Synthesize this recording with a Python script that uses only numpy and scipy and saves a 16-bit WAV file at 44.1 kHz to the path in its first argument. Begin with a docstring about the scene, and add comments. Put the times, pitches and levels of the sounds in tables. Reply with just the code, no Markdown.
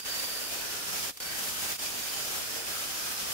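"""In a workshop, a handheld circular saw grinds through a rough metal bar, close to a stereo microphone.
The teeth tear out a dense roar, whine as they strike one after another and break off ticking chips.
The blade and the bar ring. The cut eases briefly a few times; just after one second the blade leaves
the metal and only the free-running motor is left. The microphone is overloaded, which roughens it all."""
import sys
import numpy as np
from scipy import signal
from scipy.fft import rfft, irfft, next_fast_len
from scipy.io import wavfile

SR = 44100
rng = np.random.default_rng(int(sys.argv[2]) if len(sys.argv) > 2 else 0)


def dump_mix(stems):
    """Bounce the given channels to the path in sys.argv[1] as a 16-bit WAV at rate SR."""
    frames = np.atleast_2d(stems).T  # one column per channel
    limited = np.clip(frames, -1, 1)  # hard clip at full scale
    pcm = np.round(limited * 32767).astype(np.int16)
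    wavfile.write(sys.argv[1], SR, pcm)


N = 146853   # samples: 3.33 s

# How hard the teeth bite, which sets the loudness of the whole cut: t/s, level/dB
BITE = [(0, -35), (.012, -43), (.03, -44.5), (.045, -44), (.062, -33.5), (.1, -34), (.2, -32.5),
        (.3, -34.5), (.55, -34), (.8, -34.5), (.9, -34), (1.0, -31), (1.096, -34.5), (1.109, -40.5),
        (1.127, -62), (1.163, -68), (1.170, -60), (1.173, -39.5), (1.198, -67), (1.202, -35.5),
        (1.216, -38), (1.224, -36), (1.3, -36), (1.4, -31.5), (1.6, -33), (1.72, -32.5), (1.735, -36),
        (1.76, -35), (1.777, -47), (1.788, -36.5), (1.797, -34.5), (1.87, -31), (1.925, -36), (2.0, -34.5),
        (2.3, -32.5), (2.42, -34), (2.52, -36), (2.75, -33.5), (2.93, -34), (3.02, -32.5), (3.1, -33.5),
        (3.15, -34.5), (3.22, -34), (3.33, -33)]
# The roar's tone, from low to high: f/Hz, relative level/dB
ROAR_SPECTRUM = [(12, -30), (20, -8), (150, -6), (330, -3.5), (700, -3), (1100, -5), (1600, -4),
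                 (2100, -5.5), (3000, -3.5), (4000, -5), (5200, -3.5), (7000, -5), (9000, -5.5),
                 (12000, -7), (16000, -7)]
# The roar's two low regions, rumble then growl: centre f/Hz, width/octaves
LOW_REGIONS = [(100, 2.1), (500, 0.54)]
# How those regions swell and sink: t/s, rumble/dB, left growl/dB, right growl/dB
LOW_SWELLS = [(0, 1, -4, -2.5), (.25, -2, 3, 1), (.52, -0.5, 3, 2), (.75, 1.5, 1.5, 0.5),
              (1.0, 1, -0.5, -3), (1.25, 1, 1.5, -1), (1.55, 0.5, -2, -3.5), (2.15, -0.5, 1.5, -0.5),
              (2.5, 1, 1, -0.5), (2.62, 1, 8, -2), (2.75, -2, 1.5, 1), (2.9, 1, -3.5, -1),
              (3.33, 1, -1, -1)]
# The teeth's whine. Its overtone is at twice the tooth rate (the number of strikes a second):
# t/s, overtone f/Hz, left overtone level/dB, right overtone level/dB, left tooth-rate level/dB
TOOTH_WHINE = [(0, 4860, -9, 2, -21), (.1, 4720, -9, -3.5, -21), (.25, 4690, -9, -3, -18),
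               (.4, 4760, -14, -3.5, -24), (.51, 4800, -18, -7.5, -10), (.58, 4770, -26, -26, -16),
               (.8, 4825, -25, -14, -23), (.95, 4760, -28, -22, -18), (1.09, 4873, -20, -13, -17),
               (1.21, 4585, -12, -6.5, -15), (1.3, 4630, -16, -6.5, -11), (1.42, 4830, -23, -18, -19),
               (1.55, 4890, -15, -20, -25), (1.74, 4876, -19, -9, -21), (1.85, 4826, -18, -9.5, -16),
               (2.05, 4740, -26, -7, -13.5), (2.26, 4840, -22, -9, -19), (2.36, 4870, -27, -20, -14),
               (2.5, 4903, -25, -10, -14.5), (2.72, 4930, -22, -9, -18), (2.8, 4846, -18, -14, -24),
               (3.05, 4913, -19, -16, -17), (3.17, 4990, -19, -10, -14), (3.33, 5010, -26, -22, -22)]
# How far the overtone's left wave runs ahead of its right as the saw tilts: t/s, lead/radians
WHINE_LEFT_LEAD = [(0, 2.8), (.5, 3.1), (1.2, 1.4), (1.5, .6), (1.9, -1.6), (2.6, -2.4), (3.1, -1.5)]
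# The blade's broad screech: t/s, centre f/Hz, right level/dB
BLADE_SCREECH = [(0.08, 5600, -19), (0.25, 5600, -19), (0.52, 5630, -14), (0.65, 5550, -8),
                 (0.95, 5610, -10.5), (1.22, 5555, -11), (1.32, 5480.0, -15), (1.45, 5706, -12),
                 (1.9, 5650, -14), (2.05, 5650, -13), (2.2, 5640, -14), (2.35, 5560, -10.5),
                 (2.5, 5424, -7.5), (2.62, 5450, -11), (2.75, 5590, -16), (2.9, 5620, -10),
                 (3.05, 5600, -9.5), (3.18, 5450, -7.5), (3.33, 5605, -15)]
# The bar's rasping ring: t/s, centre f/Hz, left level/dB, right level/dB
BAR_RASP = [(0.08, 1689, -12, -10.5), (0.25, 1710, -17, -17), (0.4, 1614, -11.5, -13),
            (0.52, 1650, -21, -20), (0.65, 1620.0, -11.5, -11), (0.8, 1566, -17, -11.5),
            (0.95, 1453, -18, -16), (1.08, 1370.0, -19, -28), (1.22, 1550.0, -11, -13),
            (1.32, 1800.0, -9.5, -9.5), (1.45, 1500.0, -15.5, -29), (1.6, 1375, -18, -15),
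            (1.9, 1690.0, -25, -20), (2.05, 1725, -35, -15.5), (2.35, 1440, -11.5, -18),
            (2.5, 1676, -17, -12), (2.66, 1550, -19, -14), (2.76, 1470, -7.5, -14), (2.9, 1455, -16, -14),
            (3.03, 1451, -9, -21), (3.2, 1400, -12.5, -23)]
# Blade notes that each swell once:
# f/Hz, width/Hz, relative level/dB, peak t/s, time spread/s, left minus right/dB
BLADE_NOTES = [(414, 64, -25, 2.55, 0.11, 4), (2885, 550, -12, 0.3, 0.33, 8),
               (6810, 180, -10, 2.1, 0.28, 5), (8600, 270, -9, 0.762, .13, -6),
               (8580, 300, -11, 2.65, .12, -7), (10570, 650, -9.5, 0.27, 0.2, -7),
               (11760, 390, -10, 2.295, 0.2, -7), (14300, 400, -7, .2, .25, 6),
               (14250, 300, -7, 2.4, .07, -4), (14300, 350, -9, 3.1, 0.079, -5)]
# Peaks and dips that the guard around the blade puts in the treble: f/Hz, gain/dB
GUARD_PEAKS = [(6300, 0), (7200, 1), (8150, -1.5), (8700, .5), (9300, -1), (10400, .5), (11200, -2),
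               (11600, 0.5), (12050, 1), (12500, -4.5), (13000, 2), (13450, -1.5), (14250, 0.5),
               (15050, -2), (15600, 1.5)]
# The tone of the rushing motor and fan: f/Hz, relative level/dB
MOTOR_SPECTRUM = [(24, -24), (40, 3), (150, -3), (400, -2), (1300, -5.5), (2200, -3), (4000, 0), (9000, -2),
                  (12000, -1.5), (16000, -6)]
# Thin whistles of the motor's brushes: f/Hz, level/dB
BRUSH_WHISTLES = [(11070, -72), (14150, -69)]
# Which side the roar and the motor's rush lean to: f/Hz, left minus right/dB
STEREO_BALANCE = [(25, -2), (110, 0.8), (250, 1), (700, 0.5), (1290, 0), (2380, 1.5), (4400, -0.5),
                  (8120, -2), (15000, -2.5)]
# How alike their two sides are: f/Hz, likeness (0 is unrelated, 1 is the same)
STEREO_LIKENESS = [(60, .05), (250, -0.091), (1000, -.03), (4000, -0.014), (8000, 0.064), (13000, 0.069)]


def roar(level_db=-0.58, flutter_db=1.16, patchy_db=.6):
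    """Teeth tearing metal make a broad, flickering noise whose low notes swell and sink."""
    rumble_db, *growl_db = over_time(LOW_SWELLS)
    flutter = flutter_db * drift(16)[0]   # moves all bands and both sides together

    def band_change_db(hz):
        rumble, growl = [bell(np.log2(hz / centre), width) for centre, width in LOW_REGIONS]
        return rumble * rumble_db + growl * np.array(growl_db) + flutter + patchy_db * drift(6.8)
    return from_db(level_db) * shaped_noise(ROAR_SPECTRUM, band_change_db)


def tooth_whine(width_hz=180, third_db=-17, right_db=-7):
    """Tooth strikes make ragged tones at 1, 2 and 3 times the tooth rate, which sags under load."""
    overtone_hz, *overtone_db, tooth_db = over_time(TOOTH_WHINE)
    lead, = over_time(WHINE_LEFT_LEAD)
    tooth_hz = overtone_hz / 2
    second = ragged_tone(overtone_hz, width_hz, shared=.8, lead=lead)
    third = from_db(third_db) * ragged_tone(3 * tooth_hz, width_hz)
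    first = from_db([tooth_db, tooth_db + right_db]) * ragged_tone(tooth_hz, width_hz)
    return first + from_db(overtone_db) * (second + third)


def blade_screech(left_db=-17):
    """The blade screeches, mostly on the right; the pitch wanders as it works deeper."""
    hz, db = over_time(BLADE_SCREECH)
    return from_db([db + left_db, db]) * tone_pair(hz, split_hz=220, width_hz=280)


def bar_rasp():
    """The bar rings with a rasp whose pitch wanders as the cut deepens."""
    hz, left_db, right_db = over_time(BAR_RASP)
    return from_db([left_db, right_db]) * tone_pair(hz, split_hz=150, width_hz=200)


def blade_shimmer(level_db=-10, swing_db=5, width_hz=200):
    """The blade vibrates in many small ways, each ringing up and dying away by chance."""
    pitches_hz = 2500 * 6 ** rng.random(30)   # 2500 to 15000 Hz
    rings = sum(from_db(swing_db * drift(2.9)) * ragged_tone(hz, width_hz) for hz in pitches_hz)
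    return from_db(level_db) * unit_level(rings)


def blade_swells(resting_db=-18, swell_db=9, waver_db=1.5):
    """Each of the blade's own notes swells as the cut passes the depth that suits it."""
    t = np.arange(N) / SR
    notes = 0
    for hz, width_hz, db, peak_s, spread_s, balance_db in BLADE_NOTES:
        level_db = db + resting_db + swell_db * bell(t - peak_s, spread_s) + waver_db * drift(2.2)
        notes += from_db(level_db) * pan(balance_db) * ragged_tone(hz, width_hz)
    return notes


def chips(per_second=900, level_db=-20.5):
    """Chips of metal break off with tiny, sharp ticks."""
    breaks = rng.random((2, N)) < per_second / SR
    strength_db = 1.3 * np.minimum(rng.exponential(1, (2, N)), 4)
    ticks = cut_lows(breaks * from_db(strength_db), hz=600)
    return from_db(level_db) * unit_level(ticks)


def blade_guard(sound):
    """The guard around the blade lifts some high pitches and weakens others."""
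    size = next_fast_len(N)
    hz = np.arange(1, size // 2 + 2) * SR / size
    return irfft(rfft(sound, size) * from_db(at_hz(GUARD_PEAKS, hz)), size)[:, :N]


def motor(rush_db=-49.5):
    """The motor and its fan rush steadily while the brushes whistle faintly."""
    rush = from_db(rush_db) * shaped_noise(MOTOR_SPECTRUM, lambda hz: 0)
    return rush + sum(from_db(db) * ragged_tone(hz, width_hz=40) for hz, db in BRUSH_WHISTLES)


def shaped_noise(spectrum, band_change_db):
    """Stereo noise built from bands a third of an octave wide, each with its own level."""
    edges_hz = 20 * 2 ** np.arange(0, 10, 1 / 3)
    white = rng.standard_normal((2, 2, N + 4000))   # extra samples let the filters settle
    noise = 0
    for k, (low, high) in enumerate(zip(edges_hz, edges_hz[1:])):
        band_filter = signal.butter(2, [low, high], "band", fs=SR, output="sos")
        band = signal.sosfilt(band_filter, white[k % 2])[:, -N:]
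        hz = np.sqrt(low * high)
        band = band + at_hz(STEREO_LIKENESS, hz) / 2 * band[::-1]   # mix in a little of the other side
        gain = from_db(at_hz(spectrum, hz) + band_change_db(hz))
        noise += gain * pan(at_hz(STEREO_BALANCE, hz)) * band
    return unit_level(noise)


def ragged_tone(hz, width_hz, shared=.3, lead=None):
    """Noise gathered around one pitch; `shared` is the part that both sides have in common."""
    decay = np.exp(-np.pi * width_hz / SR)
    a, b = [np.sqrt(1 - shared) * noise[:2] + np.sqrt(shared) * noise[2]
            for noise in smooth(rng.standard_normal((2, 3, N)), decay)]
    if lead is None:
        lead = 2 * np.pi * rng.random()
    right_phase = 2 * np.pi * np.cumsum(np.broadcast_to(hz, N)) / SR
    phase = np.array([right_phase + lead, right_phase])
    return unit_level(a * np.cos(phase) + b * np.sin(phase))


def tone_pair(hz, split_hz, width_hz, waver_db=1.2):
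    """Two ragged tones, one either side of a pitch, each wavering in loudness."""
    return unit_level(sum(from_db(waver_db * drift(4.0)) * ragged_tone(hz + offset, width_hz)
                          for offset in (-split_hz, split_hz)))


def drift(rate_hz):
    """A slow random wobble of typical size 1, one for each side."""
    step = 40   # samples between random points
    decay = np.exp(-2 * np.pi * rate_hz * step / SR)
    slow = smooth(rng.standard_normal((2, N // step + 2002)), decay)[:, 2000:]
    return np.array([np.interp(np.arange(N) / step, np.arange(len(v)), unit_level(v)) for v in slow])


def smooth(x, decay):
    """Smooth twice over; the nearer decay is to 1, the slower the result moves."""
    return signal.lfilter([1], [1, -2 * decay, decay * decay], x)


def cut_lows(x, hz):
    """Gently weaken everything below a pitch."""
    return signal.sosfilt(signal.butter(1, hz, "high", fs=SR, output="sos"), x)


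def over_time(table):
    """Turn each column after the time into a curve with one value per sample."""
    times, *columns = np.transpose(table)
    return [np.interp(np.arange(N) / SR, times, column) for column in columns]


def at_hz(table, hz):
    """Look up a table's value at a pitch."""
    pitches, values = np.transpose(table)
    return np.interp(np.log(hz), np.log(pitches), values)


def bell(distance, spread):
    """A smooth hump, 1 high at its middle."""
    return np.exp(-.5 * (distance / spread) ** 2)


def pan(balance_db):
    """Left and right gains that differ by balance_db."""
    return from_db(np.array([[.5], [-.5]]) * balance_db)


def from_db(db):
    """Turn decibels into a number to multiply by."""
    return 10 ** (np.asarray(db) / 20)


def unit_level(x):
    """Scale to an average (rms) level of 1."""
    return x / np.sqrt(np.mean(x ** 2) + 1e-20)


def scene():
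    """All the cutting sounds follow the bite of the teeth; the motor runs on underneath."""
    bite_db, = over_time(BITE)
    grinding = blade_guard(roar() + blade_shimmer())
    cut = grinding + tooth_whine() + blade_screech() + bar_rasp() + blade_swells() + chips()
    return from_db(bite_db) * cut + motor()


def record(dry, ceiling=.13, lopsided=1.8, top_hz=15720):
    """The overloaded microphone rounds off peaks unevenly; the deepest lows and top highs are cut."""
    rounded = ceiling * np.tanh((dry + lopsided * dry ** 2) / ceiling)
    top_filter = signal.ellip(14, .3, 90, top_hz, fs=SR, output="sos")
    return signal.sosfilt(top_filter, cut_lows(rounded, hz=15))


dry = scene()
out = record(dry)
dump_mix(out)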